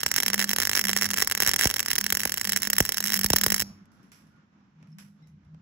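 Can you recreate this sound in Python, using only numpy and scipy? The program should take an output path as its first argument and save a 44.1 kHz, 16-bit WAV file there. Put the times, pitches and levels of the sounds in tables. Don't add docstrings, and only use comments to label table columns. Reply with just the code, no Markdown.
import sys
import numpy as np
from scipy import signal
from scipy.fft import rfft, irfft, next_fast_len
from scipy.io import wavfile
from scipy.ndimage import uniform_filter1d, minimum_filter1d

SR = 44100
rng = np.random.default_rng(int(sys.argv[2]) if len(sys.argv) > 2 else 0)


def materialize(psi):
    bounded = np.clip(np.atleast_2d(psi).T, -1, 1)
    quanta = np.round(bounded * 32767).astype(np.int16)
    wavfile.write(sys.argv[1], SR, quanta)


def elevation(decibels):
    levels = np.asarray(decibels, float)
    return 10 ** (levels / 20)


N = 247401
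T = np.arange(N) / SR
HZ = np.fft.rfftfreq(N, 1 / SR)
MAINS_HZ, ARC_OFF_S = 50, 3.63

# (time
# [s], level [dB])
STRIKES = [(0.0042, -18.5), (0.0116, -21), (0.0323, -7.5), (0.0624, -5), (0.0808, -19.5),
           (0.0868, -22.5), (0.1143, -6.5), (0.1399, -10.5), (0.1552, -22), (0.1621, -4.5),
           (0.176, -18.5), (0.181, -21), (0.181, -9.5), (0.1842, -12), (0.2017, -5.5), (0.224, -16),
           (0.232, -7), (0.2513, -28), (0.2621, -6), (0.267, -26.5), (0.2809, -5.5), (0.301, -11.5),
           (0.3322, -8.5), (0.3422, -5.5), (0.3573, -23), (0.3787, -15), (0.3929, -5.5),
           (0.401, -11.5), (0.413, -10.5), (0.415, -16.5), (0.4241, -11.5), (0.431, -19), (0.442, -8),
           (0.4745, -26.5), (0.4838, -24), (0.4919, -8), (0.5047, -14), (0.5123, -9.5),
           (0.527, -28.5), (0.532, -7), (0.562, -7), (0.5843, -5), (0.601, -5), (0.617, -11.5),
           (0.6226, -11), (0.632, -10), (0.6461, -24.5), (0.6518, -8.0), (0.665, -22), (0.6716, -7.5),
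           (0.6939, -7.5), (0.7138, -11), (0.724, -23.5), (0.732, -7.5),
           (0.745, -25), (0.7513, -7.5), (0.7548, -10.5), (0.764, -11), (0.7719, -9), (0.775, -8.5),
                 (0.7845, -16), (0.7924, -7.5), (0.8064, -31), (0.8124, -9.5), (0.83, -31), (0.8398, -10.5),
                 (0.852, -8.5), (0.8692, -13.5), (0.8829, -9), (0.8927, -6), (0.901, -14), (0.9124, -14.5),
                 (0.9315, -9), (0.9503, -24.5), (0.9637, -5), (0.9725, -9), (0.9862, -14), (0.9933, -24.5),
                 (1.004, -28), (1.0124, -9.5), (1.0214, -7), (1.0311, -11), (1.043, -10.5), (1.0552, -10.5),
                 (1.0623, -14), (1.0885, -18.5), (1.1038, -10.5), (1.1118, -11), (1.1337, -13),
                 (1.1407, -10.5), (1.1632, -18), (1.1726, -12), (1.182, -8), (1.185, -12.5), (1.1956, -16),
                 (1.202, -9.5), (1.2143, -12), (1.2214, -5), (1.224, -7), (1.2458, -18), (1.2733, -6.5),
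                 (1.298, -16.5), (1.3123, -8.5), (1.3212, -8), (1.3502, -9.5), (1.3705, -23.5),
                 (1.3749, -11), (1.4022, -4),
           (1.4143, -19), (1.4213, -6), (1.424, -10.5), (1.4323, -9.5), (1.4454, -22.5), (1.448, -17),
                 (1.4631, -8.5), (1.4741, -4.5), (1.4826, -7.5), (1.4918, -4), (1.506, -27), (1.5134, -9),
                 (1.5345, -8.5), (1.5396, -8.5), (1.561, -6.5), (1.5832, -20), (1.5902, -11), (1.5932, -8),
                 (1.6045, -16), (1.6106, -5.5), (1.6213, -11), (1.631, -19), (1.635, -8), (1.643, -5.5),
                 (1.654, -5.5), (1.6717, -4.5), (1.693, -18.5), (1.7005, -10.5), (1.711, -11), (1.723, -34),
                 (1.7315, -29.5), (1.7402, -10), (1.7612, -14.5), (1.765, -10.5), (1.7825, -18),
                 (1.7935, -7), (1.8027, -7), (1.8284, -16.5), (1.85, -26), (1.8602, -11), (1.8827, -11),
                 (1.9032, -10.0), (1.911, -11.0), (1.9139, -9), (1.9315, -9.5), (1.9543, -11),
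                 (1.9606, -11.5), (1.9815, -7), (1.9846, -8), (2.0044, -19.5), (2.0113, -10.5),
                 (2.041, -10.5), (2.0638, -9), (2.085, -34),
           (2.094, -25), (2.1024, -8), (2.1238, -3.5), (2.1444, -19.5), (2.1503, -9), (2.1708, -8),
                   (2.192, -22), (2.1955, -13.5), (2.203, -12.5), (2.211, -24.5), (2.2153, -17),
                   (2.2224, -26.5), (2.2333, -11.5), (2.2528, -5.5), (2.273, -18.5), (2.275, -17.5),
                   (2.2945, -15), (2.3035, -27), (2.32, -9.5), (2.3408, -11.5), (2.3623, -25),
                   (2.3732, -11.5), (2.3795, -15), (2.396, -21.5), (2.4125, -9.5), (2.432, -26.5),
                   (2.444, -15), (2.4511, -10), (2.4727, -12.5), (2.493, -7.5), (2.498, -16.5),
                   (2.5206, -9), (2.5318, -9), (2.5619, -6), (2.5717, -9), (2.5867, -29), (2.6013, -26),
                   (2.6196, -12.5), (2.631, -9.5), (2.644, -26.5), (2.651, -15.5), (2.672, -9),
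                   (2.7008, -6), (2.7315, -6), (2.7536, -23), (2.765, -14.5), (2.7825, -1), (2.8034, -1),
                   (2.8234, -24), (2.8245, -24), (2.8284, -30), (2.8437, -28), (2.8514, -11.5),
                   (2.8613, -18),
           (2.8802, -26), (2.891, -8), (2.9209, -10), (2.9433, -13.5), (2.967, -29), (2.9706, -11.5),
                (2.9813, -9.5), (3.004, -9.5), (3.0256, -16.5), (3.0399, -10), (3.0541, -16.5),
                (3.061, -14), (3.0716, -11), (3.0807, -12.5), (3.093, -15.5), (3.102, -11), (3.115, -25),
                (3.1205, -10), (3.1329, -10), (3.141, -6), (3.154, -16), (3.161, -13), (3.165, -15),
                (3.1727, -14), (3.1912, -9.5), (3.212, -11), (3.2331, -13.5), (3.243, -3.5), (3.2615, -7.5),
                (3.2852, -25.5), (3.302, -3.5), (3.3323, -2), (3.354, -24.5), (3.3612, -2.5),
                (3.3645, -5.5), (3.384, -8.5), (3.4124, -7.5), (3.4352, -5.5), (3.44, -7), (3.4627, -2.5),
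                (3.4817, -14), (3.5024, -6.5), (3.5203, -6.5), (3.5236, -8), (3.5354, -33.5),
                (3.5429, -5.5), (3.5624, -14), (3.5655, -18.5), (3.58, -16), (3.5957, -10.5),
                (3.6015, -9.5), (3.612, -13.5), (3.6208, -10.5)]
# (frequency [Hz], gain [dB])
SPIT_COLOUR = [(600, -4.5), (1900, -5.5), (3500, -3), (5500, -2), (10000, -1.5), (16000, -0.5)]
# (time [s], length [s], level [dB])
BURNS = [(0.144, 0.069, -50), (0.387, 0.04, -29), (0.577, 0.062, -34.5), (0.747, 0.068, -36),
         (0.872, 0.053, -46.5), (0.956, 0.036, -37), (1.01, 0.052, -32.5), (1.16, 0.078, -38),
         (1.395, 0.11, -36.5), (1.588, 0.082, -29.5), (1.898, 0.021, -37), (2.195, 0.015, -42),
         (2.498, 0.044, -45.5), (2.556, 0.031, -40), (2.611, 0.055, -39.5), (2.774, 0.034, -45.5),
         (3.049, 0.13, -43), (3.237, 0.019, -38.5), (3.292, 0.052, -40), (3.35, 0.04, -53),
         (3.52, 0.051, -60), (3.584, 0.04, -53)]
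# (delay [s], level [dB], lower edge [Hz])
MIRRORS = [
    (.0025, -16, 4500),
    (.00294, -14.5, 9000),
    (.0065, -19.5, 4500),
]
# (frequency [Hz], width [Hz], left [dB], right [dB])
RESONANCES = [(318, 430, -7.5, 5), (1175, 640, 2.5, 5), (1660, 310, 14, 14), (1874, 432, 12, 19.5),
              (2130, 350, 4.5, 14.5), (2857, 450, 13.5, 16), (3272, 150, -14, 18), (3900, 450, -0.5, 13.5),
              (4657, 850, 1.5, 4), (5463, 630, 10, 22.5), (6220, 370, 10, 16.5), (7017, 240, 9.5, 17),
              (7740, 500, 3.5, 12.5), (8197, 270, 6, 13), (9240, 440, 12.5, 8), (10280, 1000, 3, 7),
              (11530, 1000, 7.5, 13), (13600, 1000, 4, 2.5), (12600, 430, 1.5, 14), (14600, 410, 3, 9.5),
              (15420, 560, 8, 11), (16300, 700, -6, -3)]
# (frequency [Hz], lead [rad])
LEFT_LEADS = [(0, 0), (700, -0.4), (1150, 0.9), (1700, -0.3), (2000, -0.3), (3100, -2.5), (3500, -2.4),
              (3750, -1), (4400, -0.7), (5000, -4.2), (5800, -4.3), (6500, -0.3), (7700, 0.7), (8300, 3),
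              (16000, 13)]
# (frequency [Hz], gain [dB])
WALL_COLOUR = [(400, 6), (1800, -8.5), (3500, -11), (5500, 12.5), (8800, -15), (11300, -2), (13300, -13.5),
               (15500, -8), (16100, -30)]
# (time [s], length [s], level [dB])
HUM_SWELLS = [(.27, 0.27, -38), (.8, 0.35, -42), (1.36, 0.15, -51.5), (1.6, 0.046, -60), (1.98, 0.34, -49),
              (2.47, 0.12, -43.5), (2.66, 0.15, -46), (3.0, 0.31, -39.5), (3.37, 0.09, -40),
              (3.48, 0.093, -37), (3.63, 0.068, -40.5), (3.82, 0.055, -57), (4.92, 0.26, -59.5)]
# (time [s], length [s], level [dB])
GRIPS = [
    (4.1, 0.05, -69),
    (4.23, 0.091, -65),
    (4.78, 0.14, -51.5),
    (4.96, 0.11, -50.5),
    (5.22, 0.22, -51.5),
    (5.5, 0.18, -51.5),
]
# (time [s], length [s], level [dB])
DRAG = [
    (5.25, .4, -60),
]
# (time [s], level [dB])
SHOP_LEVEL = [
    (3.7, -64.5),
    (3.768, -70),
    (4.2, -72),
    (4.566, -76),
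    (4.832, -77),
    (5.124, -75),
    (5.61, -75.5),
]
# (frequency [Hz], density [dB per Hz])
SHOP_COLOUR = [(25, -30), (110, -16.5), (170, -10.5), (250, -11), (420, -28), (650, -30.5), (1400, -27),
               (3300, -40), (4600, -45), (5600, -41.5), (7500, -52.5), (8400, -74.5), (9500, -72),
               (11000, -57.5), (14000, -72)]
# (time [s], level [dB], sag
# [s])
PUFFS = [(0.0613, -16.5, 0.00033), (1.425, -15, 0.00042), (1.465, -27, 0.00031), (1.474, -20.5, 0.0032),
         (1.4846, -32.5, 0.006), (1.654, -4.5, 0.00087), (2.125, -24.5, 0.0014), (2.255, -3, 0.00015),
         (2.8035, 0, 0.00059), (3.2436, -15, 0.0021), (3.302, -9, 0.0013), (3.334, 0, 0.0003),
         (3.3603, -18.5, 0.0003), (3.4633, -8, 0.0004), (3.601, -27, 0.003), (3.519, -16.5, 0.0006),
         (3.619, -21.5, 0.00072), (4.828, -40, 0.0002), (5.546, -36, 0.00017)]
# (time [s], level [dB], ring T60 [s], left minus right [dB], treble [dB])
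CLANKS = [(3.856, -60, 0.03, -3, 4), (3.918, -65.5, 0.84, -4.5, 4), (4.118, -45.5, 0.41, -4, 0),
          (4.03, -66, 0.4, -3, 3), (4.27, -67, 0.2, -1.5, -2), (4.362, -73, 0.05, 0, -5),
          (4.8271, -55.5, 0.051, -6, -10.5), (4.8725, -62.5, 0.74, -6, -8), (4.985, -42.5, 0.31, -4, 0.7),
          (4.918, -72, 0.1, -5, -3), (5.222, -70, 0.1, -3, -5), (5.272, -66, 0.2, 2, 6),
          (5.449, -69, 0.1, -2, -5), (5.545, -59.5, 0.032, -5, -12)]
# (frequency [Hz], density [dB per Hz])
CLANK_COLOUR = [(290, -28.5), (500, -5), (604, -13), (1020, -5), (1500, -2.5), (2500, -3), (4200, -12),
                (5600, -0.5), (6600, -11), (8000, -8), (8500, -38), (9500, -27), (10100, -7), (11100, -6),
                (12300, -11.5), (13200, -36), (14000, -30), (15200, -12), (16000, -38)]
# (time [s], frequency [Hz], level [dB], T60 [s])
PINGS = [
    (4.3, 1431, -71, 0.9),
    (4.918, 5360, -66, 0.13),
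    (5.222, 2070, -70, 0.3),
    (5.222, 3900, -74, 0.35),
    (5.222, 5360, -75, 0.3),
    (5.27, 6150, -75, 0.2),
]
BAND_EDGES_HZ = [2600, 3400, 4300, 5200, 6200, 7200, 8200, 9600, 11000, 12400, 13800, 15000, 16000, 17200]
# (frequency [Hz], level [dB])
GATE_DB = [(2600, -32), (3400, -28), (4300, -31), (6200, -32), (7200, -27), (8200, -19), (9600, -25),
           (11000, -26), (12400, -21), (13800, -21), (15000, -25), (16000, -25)]


def unit(x):
    return x / np.sqrt(np.mean(x ** 2))


def colour(x, points):
    hz, db = np.transpose(points)
    return irfft(rfft(x) * elevation(np.interp(np.log(HZ + 1), np.log(hz), db)), N)


def ring(hz, width_hz):
    return unit(irfft(rfft(rng.standard_normal(N)) / (1 + ((HZ - hz) / width_hz) ** 2), N))


def walk(rate):
    k = int(SR / rate)
    return unit(uniform_filter1d(uniform_filter1d(rng.standard_normal(N), k), k))


def tail(t60, shape):
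    t = T[:int(1.2 * t60 * SR)]
    x = rng.standard_normal((shape, len(t))) * elevation(-60 * t / t60)
    return x / np.sqrt(np.sum(x ** 2, axis=1, keepdims=True))


def through(x, response):
    return signal.fftconvolve(np.atleast_2d(x), response, axes=1)[:, :N]


def causal(log_gain):
    cepstrum = irfft(log_gain)
    half = cepstrum.shape[-1] // 2
    cepstrum[..., 1:half] *= 2
    cepstrum[..., half + 1:] = 0
    return np.exp(rfft(cepstrum))


def swells(table, edge_s):
    gate = sum(elevation(db) * (T > s) * (T < s + length) for s, length, db in table)
    k = int(edge_s * SR)
    return uniform_filter1d(uniform_filter1d(gate, k), k)


def loaded(on_db, idle_db, unload_s=0.11):
    return elevation(idle_db) + elevation(on_db) * np.exp(-np.maximum(T - ARC_OFF_S, 0) / unload_s)


def strike_times(count=20, spatter_db=-37.5, spread_db=0.5):
    s, db = np.transpose(STRIKES)
    faint_db = spatter_db + spread_db * rng.standard_normal(count)
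    return np.concatenate([s, ARC_OFF_S * rng.random(count)]), np.concatenate([db, faint_db])


def strikes(spit_db=-2.5, spit_s=0.0018, creak_s=0.0006, apart=0.71, weak_db=-17, gain_db=12.5,
            body_db=-30, scatter_db=3, late_s=.00105, wander_s=.000003):
    s, db = strike_times()
    taps = np.arange(-60, 300)
    chance = rng.standard_normal((len(s), 3, len(taps)))
    weak = np.clip((weak_db - db[:, None]) / 6, 0, 1)
    decay_s = np.where(taps > 0, spit_s, creak_s)
    fade = np.exp(-np.abs(taps) / SR / decay_s / (1 + .9 * weak))
    fade_unit = fade / np.sqrt(np.sum(fade ** 2, axis=1, keepdims=True))
    level = elevation(db + gain_db)[:, None]
    at = np.clip((s + late_s) * SR + chance[:, 2, 1], 60, N).astype(int)[:, None] + taps
    snaps, sparks = np.zeros((2, 2, N))
    for port in 0, 1:
        grains = chance[:, 2] + apart * chance[:, port]
        spit = elevation(spit_db) * grains * fade_unit * (1 + 0.61 * weak)
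        np.add.at(sparks[port], at, level * spit)
        snap = np.zeros(spit.shape)
        push_db = body_db + scatter_db * chance[:, 2, :1] + 4 * chance[:, port, 1:2]
        snap[:, 52:82] += elevation(push_db) * np.hanning(30)
        pulse = np.sinc(taps - wander_s * SR * chance[:, port, :1]) * (np.abs(taps) < 9)
        snap += (1 - .7 * weak) * pulse
        np.add.at(snaps[port], at, level * snap)
    return snaps + colour(sparks, SPIT_COLOUR)


def sizzle(ripple=0.14, grain_db=4, glow_db=-42):
    burning = elevation(glow_db + 2 * walk(22)) * (T < ARC_OFF_S)
    for s, length, db in BURNS:
        burning = burning + elevation(db) * (T > s) * (T < s + length)
    swell = 1 + ripple * np.cos(2 * np.pi * 2 * MAINS_HZ * (T - .004))
    grains = rng.standard_normal(N) * elevation(grain_db * walk(400))
    return uniform_filter1d(burning, size=100) * swell * unit(grains)


def near_echoes(tilt_db, apart=0.54, t60_s=0.018, level_db=-2.5, floor_echo_s=0.0046, after_db=-6,
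                low_hz=4000, low_db=-11):
    echoes = tail(t60_s, 1) + apart * tail(t60_s, 2)
    echoes = echoes * elevation(level_db + after_db * (T[:echoes.shape[1]] > floor_echo_s))
    hz = np.linspace(1, SR / 2, 2049)

    def above(edge_hz):
        return 1 / (1 + (edge_hz / hz) ** 6)

    spectrum = 1 + rfft(echoes, 4096) * np.maximum(above(low_hz), elevation(low_db))
    drift = 1 + .004 * rng.standard_normal((len(MIRRORS), 2, 1))
    mirrors = 1
    for (s, db, edge_hz), d in zip(MIRRORS, drift):
        mirrors = mirrors + elevation(db) * above(edge_hz) * np.exp(-2j * np.pi * hz * s * d)
    tilt = elevation(tilt_db * np.log2(np.linspace(300, SR / 2, 2049) / 5000))
    broad = uniform_filter1d(np.abs(spectrum) ** 2, size=24)
    even = causal(np.log(tilt) - .5 * np.log(broad))
    return irfft(spectrum * mirrors * even)[:, :1024]


def nozzle(ahead=0.44, early_cycles=1.2):
    f, w, *side_db = np.transpose(RESONANCES)[:, :, None]
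    hz = np.linspace(0, SR / 2, 2049)
    peak = 1 / (1 + (2 * (hz - f) / w) ** 2) ** 1.476
    left, right = (np.sum(elevation(2 * db) * peak, axis=0) for db in side_db)
    log_gain = .5 * np.log(right / right.mean())
    ring_s = irfft(causal((1 - ahead) * log_gain) * np.exp(ahead * log_gain))
    response = rfft(np.roll(ring_s, 512), N) * np.exp(2j * np.pi * HZ * 512 / SR)
    response = response * np.exp(2j * np.pi * early_cycles * np.log((HZ + 400) / (HZ + 2500)))
    shadow = np.clip((7400 - hz) / 600, 0, 1)
    lead = np.exp(1j * np.interp(HZ, *np.transpose(LEFT_LEADS)))
    left_over_right = np.interp(HZ, hz, np.sqrt(left / right) ** shadow) * lead
    return response * np.array([left_over_right, np.ones(len(HZ))])


def arc(sizzle_top_hz=9000, room_t60_s=0.38, room_db=-24.5, room_apart=0.4):
    dry = strikes() + signal.lfilter(*signal.butter(1, sizzle_top_hz, fs=SR), sizzle())
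    along = np.clip(T / 3.6, 0, 1) * np.pi / 2
    root = np.clip(.5 + .6 * walk(25), 0, 1)
    near = 0
    for share, tilt_db in (np.cos(along), -.3), (np.sin(along), 1.2):
        for place in root, 1 - root:
            near = near + through(share ** 2 * place * dry, near_echoes(tilt_db))
    walls = through(dry[1], tail(room_t60_s, 1) + room_apart * tail(room_t60_s, 2))
    ports = nozzle()
    walls = irfft(rfft(walls) * np.exp(1j * np.angle(ports / ports[1])), N)
    direct = irfft(rfft(near) * ports, N)
    return (direct + elevation(room_db) * colour(walls, WALL_COLOUR)) * (T < 4.3)


def hum(hum_db=-64, hum_idle_db=-66.5, growl_db=-55.5, growl_idle_db=-72, hand_db=-75,
        swell_edge_s=0.08, grip_edge_s=0.11):
    drift = 0.9 * walk(16) + 0.5 * np.array([walk(18), walk(11.0)])
    fourth = np.sqrt(2) * np.sin(2 * np.pi * 4 * MAINS_HZ * T + drift) * elevation(2.7 * walk(45))
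    core = loaded(hum_db, hum_idle_db) + swells(HUM_SWELLS, swell_edge_s)
    growl = 0.76 * ring(100, 4.7) + 0.58 * ring(65, 43) + 0.31 * np.array([ring(90, 50), ring(90, 50)])
    growl = loaded(growl_db, growl_idle_db) * elevation(0.94 * walk(21)) * growl
    grip = (elevation(hand_db) + swells(GRIPS, grip_edge_s)) * (ring(156, 8.8) + 0.35 * ring(195, 21))
    rumble = grip + swells(DRAG, grip_edge_s) * ring(78, 20)
    return core * fourth * elevation(np.array([[-1.5], [.8]])) + growl + rumble


def shop(waver_db=1.5, pan_db=-3.5, gain_db=12):
    mid, side = rfft(colour(rng.standard_normal((2, N)), SHOP_COLOUR))
    wide = 1 / (1 + (420 / (HZ + 1)) ** 4)
    hiss = irfft([elevation(pan_db * wide) * (mid + wide * side), mid - wide * side], N)
    for hz in 900, 1500, 2300:
        band = np.exp(-(np.log(HZ / hz + 1e-9) / 0.28) ** 2)
        hiss = hiss + (elevation(waver_db * walk(6)) - 1) * irfft(rfft(hiss) * band, N)
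    level_db = np.interp(T, *np.transpose(SHOP_LEVEL)) + 0.41 * walk(3) + 2.0 * walk(14)
    return elevation(gain_db + level_db) * unit(hiss)


def puffs(pan_db=-1.5, edge_hz=2200, left_late_s=.0002, after_s=.001, bore_hz=930, bore_db=-15.5,
          bore_s=0.00084):
    s, db, sag_s = np.transpose(PUFFS)[:, :, None]
    out = []
    for late in left_late_s * (1 + .6 * rng.standard_normal(s.shape)), 0:
        since = np.maximum(T - s - after_s - late, 0)
        step = np.exp(-since / sag_s) - np.exp(-since * 2 * np.pi * edge_hz)
        bore = elevation(bore_db) * np.exp(-since / bore_s) * np.sin(2 * np.pi * bore_hz * since)
        out.append(np.sum(elevation(db) * (step + bore), axis=0))
    return np.array(out) * elevation(np.array([[pan_db], [0]]))


def clanks(tick_db=6, treble_hz=5000, gain_db=-12):
    noise = colour(rng.standard_normal((2, N)) * elevation(0.97 * walk(350)), CLANK_COLOUR)
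    noise = noise / np.std(np.diff(noise)) * 1.2
    treble = noise - irfft(rfft(noise) / (1 + (HZ / treble_hz) ** 4), N)
    out = 0
    for s, db, t60, pan_db, treble_db in CLANKS:
        since = np.maximum(T - s, 0)
        tick = elevation(tick_db) * np.exp(-since / 0.0012)
        fade = (T >= s) * (elevation(-60 * since / min(t60, .6)) + tick)
        level = elevation(db + gain_db + np.array([[pan_db], [-pan_db]]) / 2)
        out = out + level * fade * (noise + (elevation(treble_db) - 1) * treble)
    return out


def pings(blur=5, rise_s=0.0047):
    out = 0
    for s, hz, db, t60 in PINGS:
        since = np.maximum(T - s, 0)
        width_hz = blur / t60 ** 1.5
        fade = elevation(db - 60 * since / t60) * np.minimum(since / rise_s, 1)
        out = out + fade * np.array([ring(hz, width_hz), ring(hz, width_hz)])
    return out


def scene():
    return arc() + hum() + shop() + puffs() + clanks() + pings()


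def held(x, count):
    middle = np.arange(x.shape[-1]) // count * count + count // 2
    return uniform_filter1d(x, count)[..., np.minimum(middle, x.shape[-1] - 1)]


def gated(x):
    hz, _, z = signal.stft([x[0] + x[1], x[0] - x[1]], SR, nperseg=256)
    power = np.abs(z) ** 2
    loud = -minimum_filter1d(-power[:, 6:90].mean(axis=(0, 1)), size=9)
    for lo, hi in zip(BAND_EDGES_HZ, BAND_EDGES_HZ[1:]):
        band = (hz >= lo) & (hz < hi)
        level = held(power[:, band].mean(axis=1), count=2)
        whim_db = 4.5 * np.repeat(rng.standard_normal((2, len(loud) // 3 + 1)), 3, axis=1)[:, :len(loud)]
        threshold_db = np.interp(lo, *np.transpose(GATE_DB)) + whim_db
        z[:, band] *= (level > loud * elevation(2 * threshold_db))[:, None]
    z[:, hz >= BAND_EDGES_HZ[-2]] *= held(rng.random(len(loud)), count=8) > .47
    both, apart = signal.istft(z, SR, nperseg=256)[1][:, :N] / 2
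    return np.array([both + apart, both - apart])


def low_pass(x):
    return signal.sosfilt(signal.butter(12, 17150, fs=SR, output="sos"), x)


def record(dry, low_hz=50, top_hz=16580, ceiling=0.9):
    size = next_fast_len(N + SR // 4)
    hz = np.fft.rfftfreq(size, 1 / SR) + 1
    late = np.exp(-2j * np.pi * 1.1 * np.log((hz + 8) / (hz + 2500)))
    cut = 1 / np.sqrt(1 + (low_hz / hz) ** 6) / np.sqrt(1 + (hz / top_hz) ** 400)
    rounded = ceiling * np.tanh(dry / ceiling)
    filtered = irfft(rfft(rounded, size) * late * cut, size)[:, :N]
    return low_pass(gated(np.clip(filtered, -1, 1)))


dry = scene()
out = record(dry)
materialize(out)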